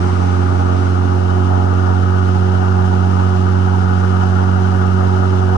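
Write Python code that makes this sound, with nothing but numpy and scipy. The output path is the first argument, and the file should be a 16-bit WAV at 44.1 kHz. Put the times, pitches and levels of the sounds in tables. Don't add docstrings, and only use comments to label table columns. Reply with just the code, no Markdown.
import sys
import numpy as np
from scipy import signal
from scipy.fft import rfft, irfft
from scipy.io import wavfile

SR = 44100
rng = np.random.default_rng(int(sys.argv[2]) if len(sys.argv) > 2 else 0)


def digitize_waveform(pressure):
    field = np.atleast_2d(pressure).T
    bounded = np.clip(field, -1, 1)
    quanta = np.round(bounded * 32767).astype(np.int16)
    wavfile.write(sys.argv[1], SR, quanta)


N = 245637
TIME_S = np.arange(N) / SR
FREQ_HZ = np.fft.rfftfreq(N, 1 / SR)
CYLINDERS = 6
SKEW_RAD = 2.2
GROWL_TOP_HZ, BARK_TOP_HZ = 700, 1050


def gain_of(db):
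    return 10 ** (np.asarray(db) / 20)


def unit_rms(x):
    return x / np.sqrt(np.mean(abs(x) ** 2) + 1e-20)


def at_frequency(table, hz):
    knots_hz, *columns = np.transpose(table)
    return np.array([np.interp(np.log(hz + 1), np.log(knots_hz + 1), c) for c in columns])


def over_time(table):
    knots_s, *columns = np.transpose(table)
    return np.array([np.interp(TIME_S, knots_s, c) for c in columns])


def highpass(edge_hz, order=12):
    return 1 / np.sqrt(1 + (edge_hz / (FREQ_HZ + 1)) ** (2 * order))


def lowpass(edge_hz, order=12):
    return 1 / np.sqrt(1 + (FREQ_HZ / edge_hz) ** (2 * order))


def eddies(width_hz, slowest_hz=0.01, size=4096):
    hz = np.fft.fftfreq(size, TIME_S[-1] / size)
    shape = abs(hz) / np.hypot(hz, slowest_hz) / (1 + (hz / width_hz) ** 2)
    white = rng.standard_normal(size) + 1j * rng.standard_normal(size)
    slow = unit_rms(np.fft.ifft(white * shape))
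    return np.interp(TIME_S, np.linspace(0, TIME_S[-1], size), slow)


def wander(width_hz, slowest_hz=0.01):
    return unit_rms(eddies(width_hz, slowest_hz).real)


# (frequency [Hz], coherence [0-1], left lead [rad])
STEREO_FIELD = [(30, 0.9, 2), (89, 0.6, 0.55), (145, 0.95, -2), (209, 0.93, 1.6), (308.6, 1, -1.5),
                (403, 0, 2), (480, 0.26, 3.5), (666, 0.66, 3.5), (738, 0.52, 2.0), (777, 0.1, 3),
                (806, 0.43, 4), (1226, 0.7, 4.5), (1540, 0.66, 3.5), (1900, 0.22, -0.5), (2960, 0.52, 4),
                (4500, 0.01, 0)]


def stereo_pair(a, b, hz):
    coherence, lead_rad = at_frequency(STEREO_FIELD, hz)
    coherence = np.clip(coherence, 0, 1)
    left = coherence * a + np.sqrt(1 - coherence ** 2) * b
    return np.array([left * np.exp(1j * lead_rad), a])


def stereo_noise(spectrum, response):
    a, b = rfft(rng.standard_normal((2, N))) * np.sqrt(SR / 2)
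    density = gain_of(at_frequency(spectrum, FREQ_HZ))
    return irfft(stereo_pair(a, b, FREQ_HZ) * density * response, N)


# (time [s], firing rate [Hz])
FIRING_RATE = [(0, 90.78), (0.65, 90.99), (1.7, 92.06), (2.6, 92.61), (3.7, 92.71), (4.8, 93.14),
               (5.57, 92.98)]
MEAN_FIRING_HZ = over_time(FIRING_RATE).mean()


def firing_angle(wobble=0.0014, wobble_hz=7):
    rate_hz = over_time(FIRING_RATE)[0] * (1 + wobble * wander(wobble_hz))
    return 2 * np.pi * np.cumsum(rate_hz) / SR


def throttle(db_per_hz):
    return gain_of(db_per_hz * (over_time(FIRING_RATE)[0] - MEAN_FIRING_HZ))


def puffing(angle, once, twice, phase_rad, loping=0.062):
    pulses = once * np.cos(angle + phase_rad) + twice * np.cos(2 * angle)
    return unit_rms(1 + pulses + loping * np.cos(2 * angle / CYLINDERS))


def engine_line(angle, multiple, sides_db, flutter, flutter_hz):
    hz = multiple * MEAN_FIRING_HZ
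    waver = unit_rms(1 + flutter * (hz / 400) * eddies(flutter_hz))
    _, lead_rad = at_frequency(STEREO_FIELD, hz)
    sides = np.array([np.exp(1j * lead_rad), 1]) * gain_of(sides_db)
    return np.sqrt(2) * (sides[:, None] * waver * np.exp(1j * angle)).real


# (left [dB], right [dB], skirt [dB], slope with firing rate [dB/Hz])
HARMONICS = [(-17.5, -11, -49, 3), (-25, -20, -52.5, 4.5), (-31.5, -28.5, -45, -0.5),
             (-27.5, -30, -37.5, 1.5), (-37.5, -42.5, -37.5, 0), (-39.5, -43, -47.5, 0),
             (-42, -43, -37.8, -0.3), (-37.5, -39.5, -36.5, 2.4), (-37, -38.5, -34, -0.4),
             (-47, -43, -36, 1.7), (-51, -46, -46.5, -1), (-53, -49, -44.5, -3.5),
             (-49.5, -53.5, -40.5, -3), (-43, -51, -38.5, 0), (-44.5, -52.5, -40, -2),
             (-45, -52.5, -43, 0.5)]
# (time [s], first [dB], second [dB], third [dB], fourth [dB])
DRONE_OFFSETS = [(0.0, -0.7, -0.5, 1, 3), (0.1, -1.2, -4.5, -3, 2), (0.25, -1.2, -3, 1, -5),
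                 (0.38, -0.5, -3, 2, 1), (0.5, -0.7, -6.5, 2, -0.5), (0.7, -1, -3.5, 2, -2.5),
                 (0.81, -0.5, -6.5, 2.5, 1), (0.92, -0.5, -3, 1, -1.5), (1.05, -0.5, -6, 3, 0.5),
                 (1.28, -0.8, -4.5, -2, -0.5), (1.41, 0, -3, 2, 3.5), (1.53, 0.3, -3.5, 1.5, -2.5),
                 (1.68, 0, -2.5, 1, -0.5), (1.85, 0.2, -4, -2, 1), (1.97, 0.5, -4, 0, -4),
                 (2.08, 0.5, -2.5, -1, 0.5), (2.35, -0.2, -1, -2.5, -0.5), (2.48, 0.6, -0.5, -4, 2),
                 (2.6, 0, -2.2, -3.5, 0.5), (2.79, 0.5, -1, -4, 1.5), (2.95, -0.1, 0.4, -3, 0),
                 (3.22, 0.6, -0.5, -1.5, -1), (3.34, -0.2, 0, -7, 0.7), (3.46, 0.2, 0.2, 0, 1),
                 (3.6, 0.3, -1, -1.5, -1.5), (3.92, -0.2, 1, -2.5, -4), (4.12, -0.2, -0.5, -8, -1),
                 (4.23, 0.3, 0, -3, -1), (4.55, 0, 0.2, -2.5, -1.5), (4.76, -0.5, 0, -3.5, 0.5),
                 (4.93, -0.1, 1.5, -2, -1), (5.05, 0.2, 0, -2.5, 1), (5.32, 0, -2, -0.5, 3),
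                 (5.57, 0, -0.5, -3, 2.5)]
DRONE_HARMONICS = 4


def drone(angle):
    hum = np.zeros((2, N))
    for k, (row, offset_db) in enumerate(zip(HARMONICS, over_time(DRONE_OFFSETS)), 1):
        line = engine_line(k * angle + SKEW_RAD, k, row[:2], flutter=0.12, flutter_hz=12)
        hum += gain_of(offset_db) * line
    return hum


def bark(angle, growl_gain, bark_gain, rasp_gain, line_trim_db=3.0, skirt_trim_db=-0.67):
    exhaust = np.zeros((2, N))
    for k, (*sides_db, skirt_db, db_per_hz) in enumerate(HARMONICS, 1):
        hz = k * MEAN_FIRING_HZ
        wash = [eddies(width_hz=17, slowest_hz=5) for _ in range(2)]
        skirt = (stereo_pair(*wash, hz) * np.exp(1j * k * angle)).real
        balance_db = np.subtract(sides_db, max(sides_db))
        band = np.sqrt(2) * gain_of(balance_db + skirt_db + skirt_trim_db)[:, None] * skirt
        if k > DRONE_HARMONICS:
            start_rad = 2 * np.pi * rng.random()
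            drift_rad = 0.35 * hz / BARK_TOP_HZ * wander(width_hz=2.5)
            line = engine_line(k * angle + start_rad + drift_rad, k, sides_db, flutter=0.1, flutter_hz=3)
            band += gain_of(line_trim_db) * line
            band *= growl_gain if hz < GROWL_TOP_HZ else bark_gain if hz < BARK_TOP_HZ else rasp_gain
        exhaust += band * throttle(db_per_hz)
    eddy_gain = unit_rms(1 + 0.083 * wander(width_hz=18, slowest_hz=5))
    return exhaust * eddy_gain * puffing(angle, once=0.06, twice=0.097, phase_rad=1.0)


LOPE_ORDERS = [3, 4, 5, 8, 9, 11, 15, 19, 21, 25, 27, 33]
# (left [dB], right [dB])
LOPE_LEVELS = [(-56.5, -53), (-46, -43.5), (-46.5, -44), (-46.5, -41.5), (-47, -37.5), (-48.5, -46.5),
               (-35, -31), (-44, -37), (-50, -55.5), (-60.5, -58), (-44.5, -48.5), (-49.5, -48)]


def lope(angle):
    multiples = np.divide(LOPE_ORDERS, CYLINDERS)
    return sum(engine_line(k * angle + SKEW_RAD, k, sides_db, flutter=0.24, flutter_hz=9)
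               for k, sides_db in zip(multiples, LOPE_LEVELS))


# (frequency [Hz], left [dB], right [dB])
ROAR_SPECTRUM = [(20, -72, -73.5), (45.3, -63, -57), (74, -61, -53.5), (149, -58, -51.5), (215, -67, -52.5),
                 (260, -61, -55), (360, -58.5, -57), (475, -55.5, -56.5), (526, -61.5, -63.5),
                 (607, -53, -57.5), (780, -53, -57), (890, -56, -59), (977, -52.5, -57.5),
                 (1027, -57.5, -59.5), (1194, -52, -58.5), (1242, -48, -60.5), (1357, -52.5, -61.5),
                 (1436, -49, -67), (1510, -54, -70.5), (1600, -59.5, -62), (2130, -80, -76)]


def roar(angle, growl_gain, bark_gain, rasp_gain, split_hz=450, top_hz=2000, body_db=-4.5, rasp_db=-2.0):
    buffeting = stereo_noise(ROAR_SPECTRUM, lowpass(split_hz)) * throttle(db_per_hz=-1.5)
    growl_band = stereo_noise(ROAR_SPECTRUM, highpass(split_hz) * lowpass(GROWL_TOP_HZ)) * growl_gain
    bark_band = stereo_noise(ROAR_SPECTRUM, highpass(GROWL_TOP_HZ) * lowpass(BARK_TOP_HZ)) * bark_gain
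    rasp_band = stereo_noise(ROAR_SPECTRUM, highpass(BARK_TOP_HZ) * lowpass(top_hz)) * rasp_gain
    body = (growl_band + bark_band) * puffing(angle, once=0.09, twice=0.061, phase_rad=1.0)
    rasp = rasp_band * puffing(angle, once=0.04, twice=0.14, phase_rad=0.96)
    return buffeting + gain_of(body_db) * body + gain_of(rasp_db) * rasp


# (frequency [Hz], left [dB], right [dB])
HISS_SPECTRUM = [(1880, -77, -72.5), (2450, -77, -79), (2780, -69, -78), (3020, -69, -81.5),
                 (3254, -74.5, -82), (4730, -80, -87.5), (4770, -77, -86.5), (6240, -79.5, -85.5),
                 (7600, -90.5, -90.5), (8300, -90, -90), (9520, -93, -89), (10380, -114, -92.5),
                 (10920, -119, -97.5), (11600, -120, -108)]


def hiss(angle, low_hz=2000):
    chop = puffing(angle, once=0.065, twice=0.01, phase_rad=0.79, loping=0.02)
    flicker = 1 + 0.077 * wander(width_hz=22)
    return stereo_noise(HISS_SPECTRUM, highpass(low_hz)) * chop * flicker * throttle(db_per_hz=0.6)


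# (frequency [Hz], left [dB], right [dB])
REED_SPECTRUM = [(1500, -80, -66.5), (2260, -72.5, -68), (3400, -86.5, -75), (6000, -78, -77.5),
                 (7500, -88, -90.5), (8400, -90.5, -78), (9500, -101, -94.5), (11000, -115, -100)]
# (time [s], relative level [dB])
REED_ENVELOPE = [(0, -4.5), (.42, -8), (.55, -9.5), (.85, -7.5), (1.05, -21), (1.7, -24.5), (5.57, -36.5)]


def reeds(low_hz=1500, trim_db=2.5):
    brushing = stereo_noise(REED_SPECTRUM, highpass(low_hz, order=3))
    return brushing * gain_of(over_time(REED_ENVELOPE) + trim_db)


# (centre time [s], half-width [s], growl [dB], bark [dB], rasp [dB])
EXHAUST_SURGES = [(0.02, 0.05, 2, -1, 1), (0.46, 0.026, -2, -3.5, -0.5), (0.61, 0.019, 3, 3.5, 2),
                  (0.75, 0.055, 1.5, -1, 1), (0.93, 0.06, -1, -4, 0), (1.19, 0.07, 1.5, -2.5, -2.5),
                  (1.54, 0.12, 2, 4, 0), (1.76, 0.031, 1.5, -5, 0), (1.87, 0.1, 1.5, 1.5, 1.5),
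                  (2.04, 0.04, 2.5, 0.5, 0.5), (2.27, 0.098, -1, -1.5, -0.5), (2.46, 0.043, 1, -0.5, 1),
                  (2.63, 0.036, -1, 1.5, 1), (2.77, 0.056, -0.5, 3, 0.3), (2.93, 0.04, 0.5, 1.5, -1.5),
                  (3.04, 0.027, -1.5, -3, -2), (3.18, 0.065, -1.5, 3, -0.5), (3.56, 0.16, -1, -0.5, -0.5),
                  (3.76, 0.033, -3, 3, -2), (4.06, 0.093, -0.5, -1.5, 1), (4.23, 0.02, -4, 5.5, 2.5),
                  (4.31, 0.033, -1, -2.5, 0), (4.4, 0.038, 1, 3, 2.5), (4.66, 0.06, -0.5, 1.5, 0.5),
                  (5.03, 0.028, 5.5, 2.5, 2), (5.23, 0.06, 2, 0.5, 2), (5.4, 0.15, 2.5, 0.5, 0),
                  (5.55, 0.035, 3, 4.5, 1)]


def surges():
    bells_db = (np.outer(bands_db, np.exp(-((TIME_S - centre_s) / half_width_s) ** 2))
                for centre_s, half_width_s, *bands_db in EXHAUST_SURGES)
    return gain_of(sum(bells_db))


def throb(depth_db=0.6):
    return gain_of(depth_db * wander(width_hz=12, slowest_hz=7))


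def scene(hiss_surge_share=0.15):
    angle = firing_angle()
    growl_surge, bark_surge, rasp_surge = surges()
    band_gains = throb() * np.array([growl_surge,
                                     bark_surge * throttle(db_per_hz=-0.6),
                                     rasp_surge * throttle(db_per_hz=0.75)])
    exhaust = drone(angle) + lope(angle) + bark(angle, *band_gains)
    propeller = roar(angle, *band_gains) + hiss(angle) * rasp_surge ** hiss_surge_share
    return exhaust + propeller + reeds()


def record(dry, cutoff_hz=12200):
    faded = dry * signal.windows.tukey(N, 0.001)
    taps = signal.firwin(511, cutoff_hz, window=("kaiser", 9), fs=SR)
    return signal.oaconvolve(faded, taps[None], "same")


dry = scene()
out = record(dry)
digitize_waveform(out)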